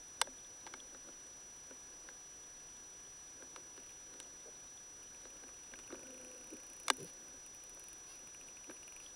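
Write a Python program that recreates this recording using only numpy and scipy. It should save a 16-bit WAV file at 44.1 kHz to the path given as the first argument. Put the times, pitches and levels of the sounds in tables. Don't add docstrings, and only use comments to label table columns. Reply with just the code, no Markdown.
import sys
import numpy as np
from scipy import signal
from scipy.fft import rfft, irfft, next_fast_len
from scipy.io import wavfile
from scipy.ndimage import uniform_filter1d

SR = 44100
rng = np.random.default_rng(int(sys.argv[2]) if len(sys.argv) > 2 else 0)


def inscribe(sig):
    pcm = np.round(np.clip(np.atleast_2d(sig).T, -1, 1) * 32767)
    wavfile.write(sys.argv[1], SR, pcm.astype(np.int16))


N = 403515
T = np.arange(N) / SR

# start in seconds, level in dB, bass in dB above that,
# frequency that rings most in Hz, treble lost by a soft contact in dB.
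KNOCKS = [(0.2142, -26, -14.5, 1090, 1.5), (0.272, -52, 1.5, 1550, 38), (0.665, -44.5, -12, 840, 17),
          (0.673, -50, -10, 1630, 12), (0.738, -42, -10, 2120, 17), (0.946, -52.5, -6, 1110, 21),
          (1.087, -57.5, 2.5, 1360, 16), (1.709, -54, 2.5, 1560, 24), (2.087, -46.5, -22, 1630, 28),
          (3.423, -52.5, -1, 1520, 28), (3.561, -45, -13, 1330, 12), (3.777, -55, 2, 900, 13),
          (4.139, -58.5, -7, 1030, 9), (4.201, -53.5, -20, 1630, 2), (5.253, -52.5, -1, 1590, 30),
          (5.436, -55, 2.5, 1570, 30), (5.49, -57, -7, 1540, 14), (5.737, -47, -10, 1550, 23),
          (5.789, -54, -8, 1680, 3), (5.904, -51.5, -7, 1140, 34), (5.924, -51, 1, 1520, 17),
          (5.944, -51.5, -1, 990, 20), (6.8818, -33.5, -14, 1120, 2), (6.9006, -22, -11, 960, 7.5),
          (7.772, -59.5, 0, 790, 28), (8.696, -49.5, -2.5, 1610, 30), (8.711, -53, -8, 1560, 32)]
# frequency in Hz, width in Hz, level in dB.
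WALL_RING = [(5000, 500, -14), (7200, 500, -15), (8800, 450, -11), (9700, 500, -1), (10250, 500, -1),
             (11100, 500, -7), (12700, 600, -12), (13750, 500, -14), (15400, 900, -20)]


def undb(db):
    return 10 ** (np.asarray(db) / 20)


def level(x, db):
    return x * undb(db) / np.sqrt(np.mean(x ** 2))


def burst_level(x, db):
    return x * undb(db) / np.sqrt(uniform_filter1d(x ** 2, size=132, mode="constant").max())


def add(out, s, x):
    i = max(int(s * SR), 0)
    out[i:i + len(x)] += x[:max(N - i, 0)]


def band(x, lo_hz, hi_hz, order=5):
    sos = signal.butter(order, [lo_hz, min(hi_hz, SR / 2 - 1)], "band", fs=SR, output="sos")
    return signal.sosfilt(sos, x)


def noise(colour):
    hz, db = np.transpose(colour)
    f = np.fft.rfftfreq(next_fast_len(N, True), 1 / SR)
    gain = undb(np.interp(np.log(f + 1), np.log(hz), db, right=-99))
    white = rng.standard_normal(len(f)) + 1j * rng.standard_normal(len(f))
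    return level(irfft(gain * white)[:N], 0)


def walk(rate):
    count = int(T[-1] * rate) + 2
    return np.interp(T * rate, np.arange(count), rng.standard_normal(count))


def ring(resonances, scatter_db, count=700):
    hz, width, db = np.transpose(resonances)[:, :, None]
    t = np.arange(count) / SR
    polarity = (-1) ** np.arange(len(hz))[:, None]
    size = width * undb(db + scatter_db * rng.standard_normal(hz.shape)) * polarity
    age = 1.55 * np.pi * width * t
    return (size * age * np.exp(-age) * np.sin(2 * np.pi * hz * t)).sum(0)


def rattle(x, decay_s, share, count=500):
    tail = rng.standard_normal(count) * np.exp(-np.arange(count) / SR / decay_s)
    tail *= share / np.linalg.norm(tail)
    tail[0] += 1
    phase = np.angle(rfft(tail, 2 * count))
    return signal.fftconvolve(x, irfft(np.exp(1j * phase))[:count])


def background(rumble_db=-65.5, swell_db=0.14, hiss_db=-65):
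    # frequency in Hz, relative level in dB.
    rumble_colour = [(12, -46), (20, 2), (38, 0.5), (70, -4.5), (160, -6), (191, -9), (365, -4.5),
                     (452, -6), (541, -7), (636, -10), (721, -6), (788, -8), (926, -10.5), (1010, -7.5),
                     (1450, -13.5), (1880, -52), (3190, -120)]
    hiss_colour = [(1250, -14), (1500, 3.5), (2100, 1), (3100, 1.5), (3550, 2.5), (4250, -1.5), (5000, 0.5),
                   (6400, -1), (7800, -3.5), (9100, 1.5), (10100, -2), (10800, -8), (12400, -13),
                   (16000, -13.5)]
    rumble = noise(rumble_colour) * undb(rumble_db + swell_db * walk(5.4))
    return rumble + noise(hiss_colour) * undb(hiss_db)


def camera(hum_db=-77, frame_hz=30.002, tick_db=-61.5):
    # frequency in Hz, rms level in dB.
    whine_tones = [(5880, -55.3), (9234, -80.5), (1681, -81)]
    # frequency in Hz, width in Hz, relative level in dB.
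    tick_ring = [(2450, 300, -7), (5050, 450, 1.5), (8900, 400, -5), (10000, 450, 0), (11350, 350, -6)]
    whine = sum(level(np.sin(2 * np.pi * hz * T), db) for hz, db in whine_tones)
    hum = level(band(rng.standard_normal(N), 1557, 1706), hum_db)
    ticks = np.zeros(N)
    for s in np.arange(.002, T[-1], 1 / frame_hz):
        add(ticks, s, burst_level(rattle(ring(tick_ring, 1), .002, 5), tick_db))
    return whine + hum + ticks


def grip_swell(s, length, db, attack_s=0.026, fade_db=11, release_s=.045):
    early, late = np.maximum(s - T, 0), np.maximum(T - s - length, 0)
    progress = np.clip((T - s) / length, 0, 1)
    return undb(db - fade_db * progress) * np.exp(-early / attack_s - late / release_s)


def rubbing(gain_db=-2, grain_db=3, rest_db=-72, restless_db=3.5, jolt_db=-61, jolt_s=0.027):
    # frequency in Hz, width in Hz, relative level in dB.
    rub_modes = [(251, 74, -3.5), (340, 62, -1.5), (531.4, 76, 0), (915, 140, -14.5), (1130, 580, -22),
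                 (1516, 140, -8)]
    # start in seconds, length in seconds, relative level in dB.
    slides = [(0.755, 0.11, -60.5), (1.06, .06, -58), (3.393, .05, -61), (4.1, 0.64, -66.5),
              (5.364, 0.03, -58), (5.93, 0.097, -52.5), (6.004, 1, -60), (7.005, 0.068, -64),
              (7.286, 0.11, -60)]
    slips = rng.standard_normal(N) * undb(grain_db * walk(90))
    body = band(signal.fftconvolve(slips, ring(rub_modes, 0, count=4000))[:N], 185, 1620)
    usual_db = np.median([db for _, db, *_ in KNOCKS])
    jolts = [(s, jolt_s, jolt_db + 0.071 * (db - usual_db)) for s, db, *_ in KNOCKS]
    resting = undb(rest_db + restless_db * walk(9))
    power = resting ** 2 + sum(grip_swell(*move) ** 2 for move in slides + jolts)
    return level(body, 0) * np.sqrt(power) * undb(gain_db)


def knocks(crack_db=-1, stress_db=6, middle_db=-1, upper_loss_share=0.32):
    # frequency in Hz, seconds to fall 60 dB, relative level in dB.
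    housing_modes = [(259.2, 0.23, -8.5), (381, 0.052, -1), (535, 0.035, -2), (898, 0.029, -0.5),
                     (1210, 0.0078, 8.5), (1600, 0.023, 2.5), (2154, 0.022, -2), (2330, 0.013, 1),
                     (2910, 0.015, 2), (3500, 0.031, -3.5), (3585, 0.019, 0), (4020, 0.02, -2.5),
                     (5580, 0.012, 3.5), (6110, 0.0085, 5.5), (7030, 0.013, 2), (8010, 0.011, 10),
                     (9740, 0.0083, 16), (9700, 0.0047, 13)]
    # the blow's bass in dB, low cutoff in Hz.
    thinness = [(-14, 460), (-12, 235)]
    out, t = np.zeros(N), np.arange(SR // 5) / SR
    hz, t60, db = np.transpose(housing_modes)[:, :, None]
    polarity = (-1) ** np.arange(len(hz))[:, None]
    tops_hz, crack_s = [700, 2150, 5900, 16000], [.003, .002, .0016, .0013]
    impulse = signal.unit_impulse(len(t))
    snap = band(impulse, 227, 10100) + undb(-18) * impulse
    for s, blow_db, bass_db, main_hz, loss_db in KNOCKS:
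        lowest_hz = np.interp(bass_db, *np.transpose(thinness))
        stress = stress_db * np.exp(-(np.log(hz / main_hz) / .17) ** 2)
        size = undb(db + stress + rng.standard_normal(hz.shape)) * polarity
        modes = (size * np.exp(-np.log(1000) * t / t60) * np.sin(2 * np.pi * hz * t)).sum(0)
        modes = burst_level(rattle(modes, 0.00093, 1.44)[:len(t)], 0)
        balance_db = [bass_db, middle_db, -upper_loss_share * loss_db, -loss_db]
        for lo, hi, decay_s, part_db in zip([lowest_hz] + tops_hz, tops_hz, crack_s, balance_db):
            crack = burst_level(rattle(snap, decay_s, 8.8)[:len(t)], crack_db)
            add(out, s, burst_level(band(modes + crack, lo, hi), blow_db + part_db))
    return out


def pings(width_hz=260, faint_hz=3400, faint_db=-65, count=45):
    # start in seconds, pitch in Hz, level in dB.
    clear = [(.243, 3450, -59), (.386, 3530, -59), (.447, 3500, -59), (.612, 3940, -59),
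             (0.802, 3380, -50.5), (2.439, 3500, -61), (2.766, 3450, -61), (4.775, 3430, -57),
             (9.063, 3300, -51)]
    faint = [(when * T[-1], faint_hz * 2 ** ((pitch - .5) / 2), faint_db + 6 * (size - .5))
             for when, pitch, size in rng.random((count, 3))]
    out = np.zeros(N)
    for s, hz, db in clear + faint:
        ping = ring([(hz, width_hz, 0)], 0)
        add(out, s, burst_level(rattle(ping, 0.00045, 1), db))
    return out


def crackle(faintest_db=-68, count=36):
    # start in seconds, main frequency in Hz, level in dB.
    near = [(2.767, 7500, -61), (4.201, 8800, -44.5), (4.229, 7000, -56)]
    far = [(when * T[-1], 7000 + 4200 * pitch, faintest_db + 9 * size ** 2)
           for when, pitch, size in rng.random((count, 3))]
    out = np.zeros(N)
    for s, hz, db in near + far:
        snap = ring([(hz, 1800, 0), (3400, 900, -6)], 2)
        add(out, s, burst_level(rattle(snap, .001, 2), db))
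    return out


def click_times():
    # time in seconds, gap to the next click in seconds.
    trains = [
        [(3.765, .035), (3.835, .03), (3.865, .03), (3.895, .013), (3.93, .013)],
        [(5.5413, .0482), (5.6336, .0413), (5.994, .0382), (6.4424, .0305), (6.535, .0326), (6.9692, .0341),
         (7.0017, .027), (7.04, .027)],
        [(7.4629, .0841), (7.547, .0903), (7.637, .0577), (7.7968, .0437), (7.8854, .0457), (7.9294, .0535),
         (8.0, .0535)],
        [(8.1917, .0816), (8.3466, .0652), (8.4842, .0833), (8.706, .0579), (8.7655, .0643), (8.83, .0485),
         (8.9646, .037), (9.02, .037)],
    ]
    lone_clicks = [5.0295, 5.1465, 5.303, 5.3672, 5.481, 7.045, 7.0982, 7.2836, 8.1563]
    times = list(lone_clicks)
    for train in trains:
        when, gap = np.transpose(train)
        s = when[0]
        while s < when[-1]:
            times.append(s)
            s += np.interp(s, when, gap)
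    return times


def click_trains(treble_lift_db=1, echo_s=.0098, echo_db=-13, scatter_db=1.8):
    # frequency in Hz, width in Hz, relative level in dB.
    body_ring = [(1070, 430, -11), (1520, 230, -14), (2494, 270, 0.5), (2870, 150, -1.5), (4800, 540, -29)]
    # time in seconds, treble in dB before its lift, lower ring in dB.
    beam = [(3.85, -64, -64.5), (5.0, -60, -59), (5.6, -66, -63.5), (5.85, -63, -58.5), (6.2, -59.5, -60.5),
            (6.6, -58, -62), (6.9, -51, -65), (7.04, -50.5, -63), (7.1, -60, -68), (7.5, -55, -61),
            (7.65, -53.5, -64), (7.92, -51.5, -60.5), (7.99, -60, -70), (8.33, -57, -54),
            (8.57, -62.5, -57), (8.96, -57, -53.5)]
    out = np.zeros(N)
    when, treble_db, body_db = np.transpose(beam)
    for s in click_times():
        treble = rattle(ring(WALL_RING, 1), .001, 2.2)
        treble = burst_level(treble, np.interp(s, when, treble_db) + treble_lift_db)
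        body = rattle(ring(body_ring, 1), .001, 3.8)
        body = burst_level(body, np.interp(s, when, body_db))
        click = (treble + body) * undb(scatter_db * rng.standard_normal())
        add(out, s, click)
        add(out, s + echo_s, -undb(echo_db) * click)
    return out


def gurgles(decay_s=0.011, count=12):
    # start in seconds, length in seconds, centre pitch in Hz, level in dB.
    clusters = [(4.455, 0.033, 470, -54), (6.514, 0.028, 345, -46.5), (6.98, 0.066, 410, -47.5),
                (6.99, 0.057, 160, -49.5), (8.675, 0.029, 377, -50.5)]
    out, t = np.zeros(N), np.arange(SR // 8) / SR
    for s, length, hz, db in clusters:
        births = length * (np.arange(count) + rng.random(count))[:, None] / count
        age = np.maximum(t - births, 0)
        pitch = hz * np.exp(.16 * rng.standard_normal((count, 1)))
        bubbles = (np.exp(-age / decay_s) * np.sin(2 * np.pi * pitch * age)).sum(0)
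        add(out, s, burst_level(band(bubbles, hz / 2, 2 * hz), db))
    return out


def hollow_tone(start_s=5.92, end_s=6.5, first_hz=270, last_hz=242.5, db=-63.5, waver=0.019):
    out = np.zeros(N)
    u = np.linspace(0, 1, int((end_s - start_s) * SR))
    hz = (first_hz + (last_hz - first_hz) * u) * (1 + waver * walk(117)[:len(u)])
    phase = 2 * np.pi * np.cumsum(hz) / SR
    tone = np.sin(phase) + undb(5) * np.sin(2 * phase)
    add(out, start_s, level(np.sin(np.pi * u) * tone, db))
    return out


def shove(start_s=6.902, hz=75, width_hz=55, db=-50):
    out = np.zeros(N)
    add(out, start_s, burst_level(ring([(hz, width_hz, 0)], 0, count=4000), db))
    return out


def buzzes(body_db=2, quickening=0.04, arch=.1, scatter_db=3.5):
    # start and end in seconds, clicks per second, level in dB.
    creaks = [(6.977, 7.044, 520, -67), (7.052, 7.113, 410, -65), (8.061, 8.173, 546, -63.5),
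              (9.006, 9.093, 270, -66.5)]
    # frequency in Hz, width in Hz, relative level in dB.
    body_ring = [(1150, 730, 4.5), (2720, 650, 3), (4700, 1200, 3.5)]
    out = np.zeros(N)
    for start, end, rate, db in creaks:
        u = np.linspace(0, 1, int((end - start) * SR))
        jitter = .01 * walk(300)[:len(u)]
        click_hz = rate * (1 + quickening * (u - .5) - arch * (2 * u - 1) ** 2 + jitter)
        pulses = np.diff(np.floor(np.cumsum(click_hz) / SR), prepend=0)
        swell = np.sqrt(np.abs(np.sin(np.pi * u)))
        pulses *= swell * undb(scatter_db * rng.standard_normal(len(u)))
        wall = level(ring(WALL_RING, 0.67), 0) + level(ring(body_ring, 1), body_db)
        add(out, start, level(signal.fftconvolve(pulses, rattle(wall, 0.00049, 0.51)), db))
    return out


def whistles(waver=.015):
    # start and end in seconds, first, middle and last pitch in Hz, level in dB.
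    calls = [(7.17, 7.28, 12800, 13600, 14600, -82), (7.525, 7.575, 13400, 14000, 14200, -78),
             (8.684, 8.74, 10000, 11250, 12000, -68), (8.716, 8.76, 9900, 9660, 9950, -63.5)]
    out = np.zeros(N)
    for start, end, *contour, db in calls:
        u = np.linspace(0, 1, int((end - start) * SR))
        hz = np.interp(u, [0, .5, 1], contour) * (1 + waver * walk(1300)[:len(u)])
        tone = np.sin(2 * np.pi * np.cumsum(hz) / SR)
        add(out, start, level(np.sin(np.pi * u) * tone, db))
    return rattle(out, 0.012, 2, count=2500)[:N]


def scene():
    dolphins = click_trains() + buzzes() + whistles()
    sea = gurgles() + pings() + crackle() + background()
    housing = knocks() + rubbing() + hollow_tone()
    return (dolphins + sea + housing + camera())[None]


def record(dry):
    notch_hz, top_hz = 11780, 15850
    notched = signal.lfilter(*signal.iirnotch(notch_hz, Q=12, fs=SR), dry)
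    return signal.sosfilt(signal.ellip(10, .2, 70, top_hz, fs=SR, output="sos"), notched)


dry = scene()
out = record(dry)
inscribe(out)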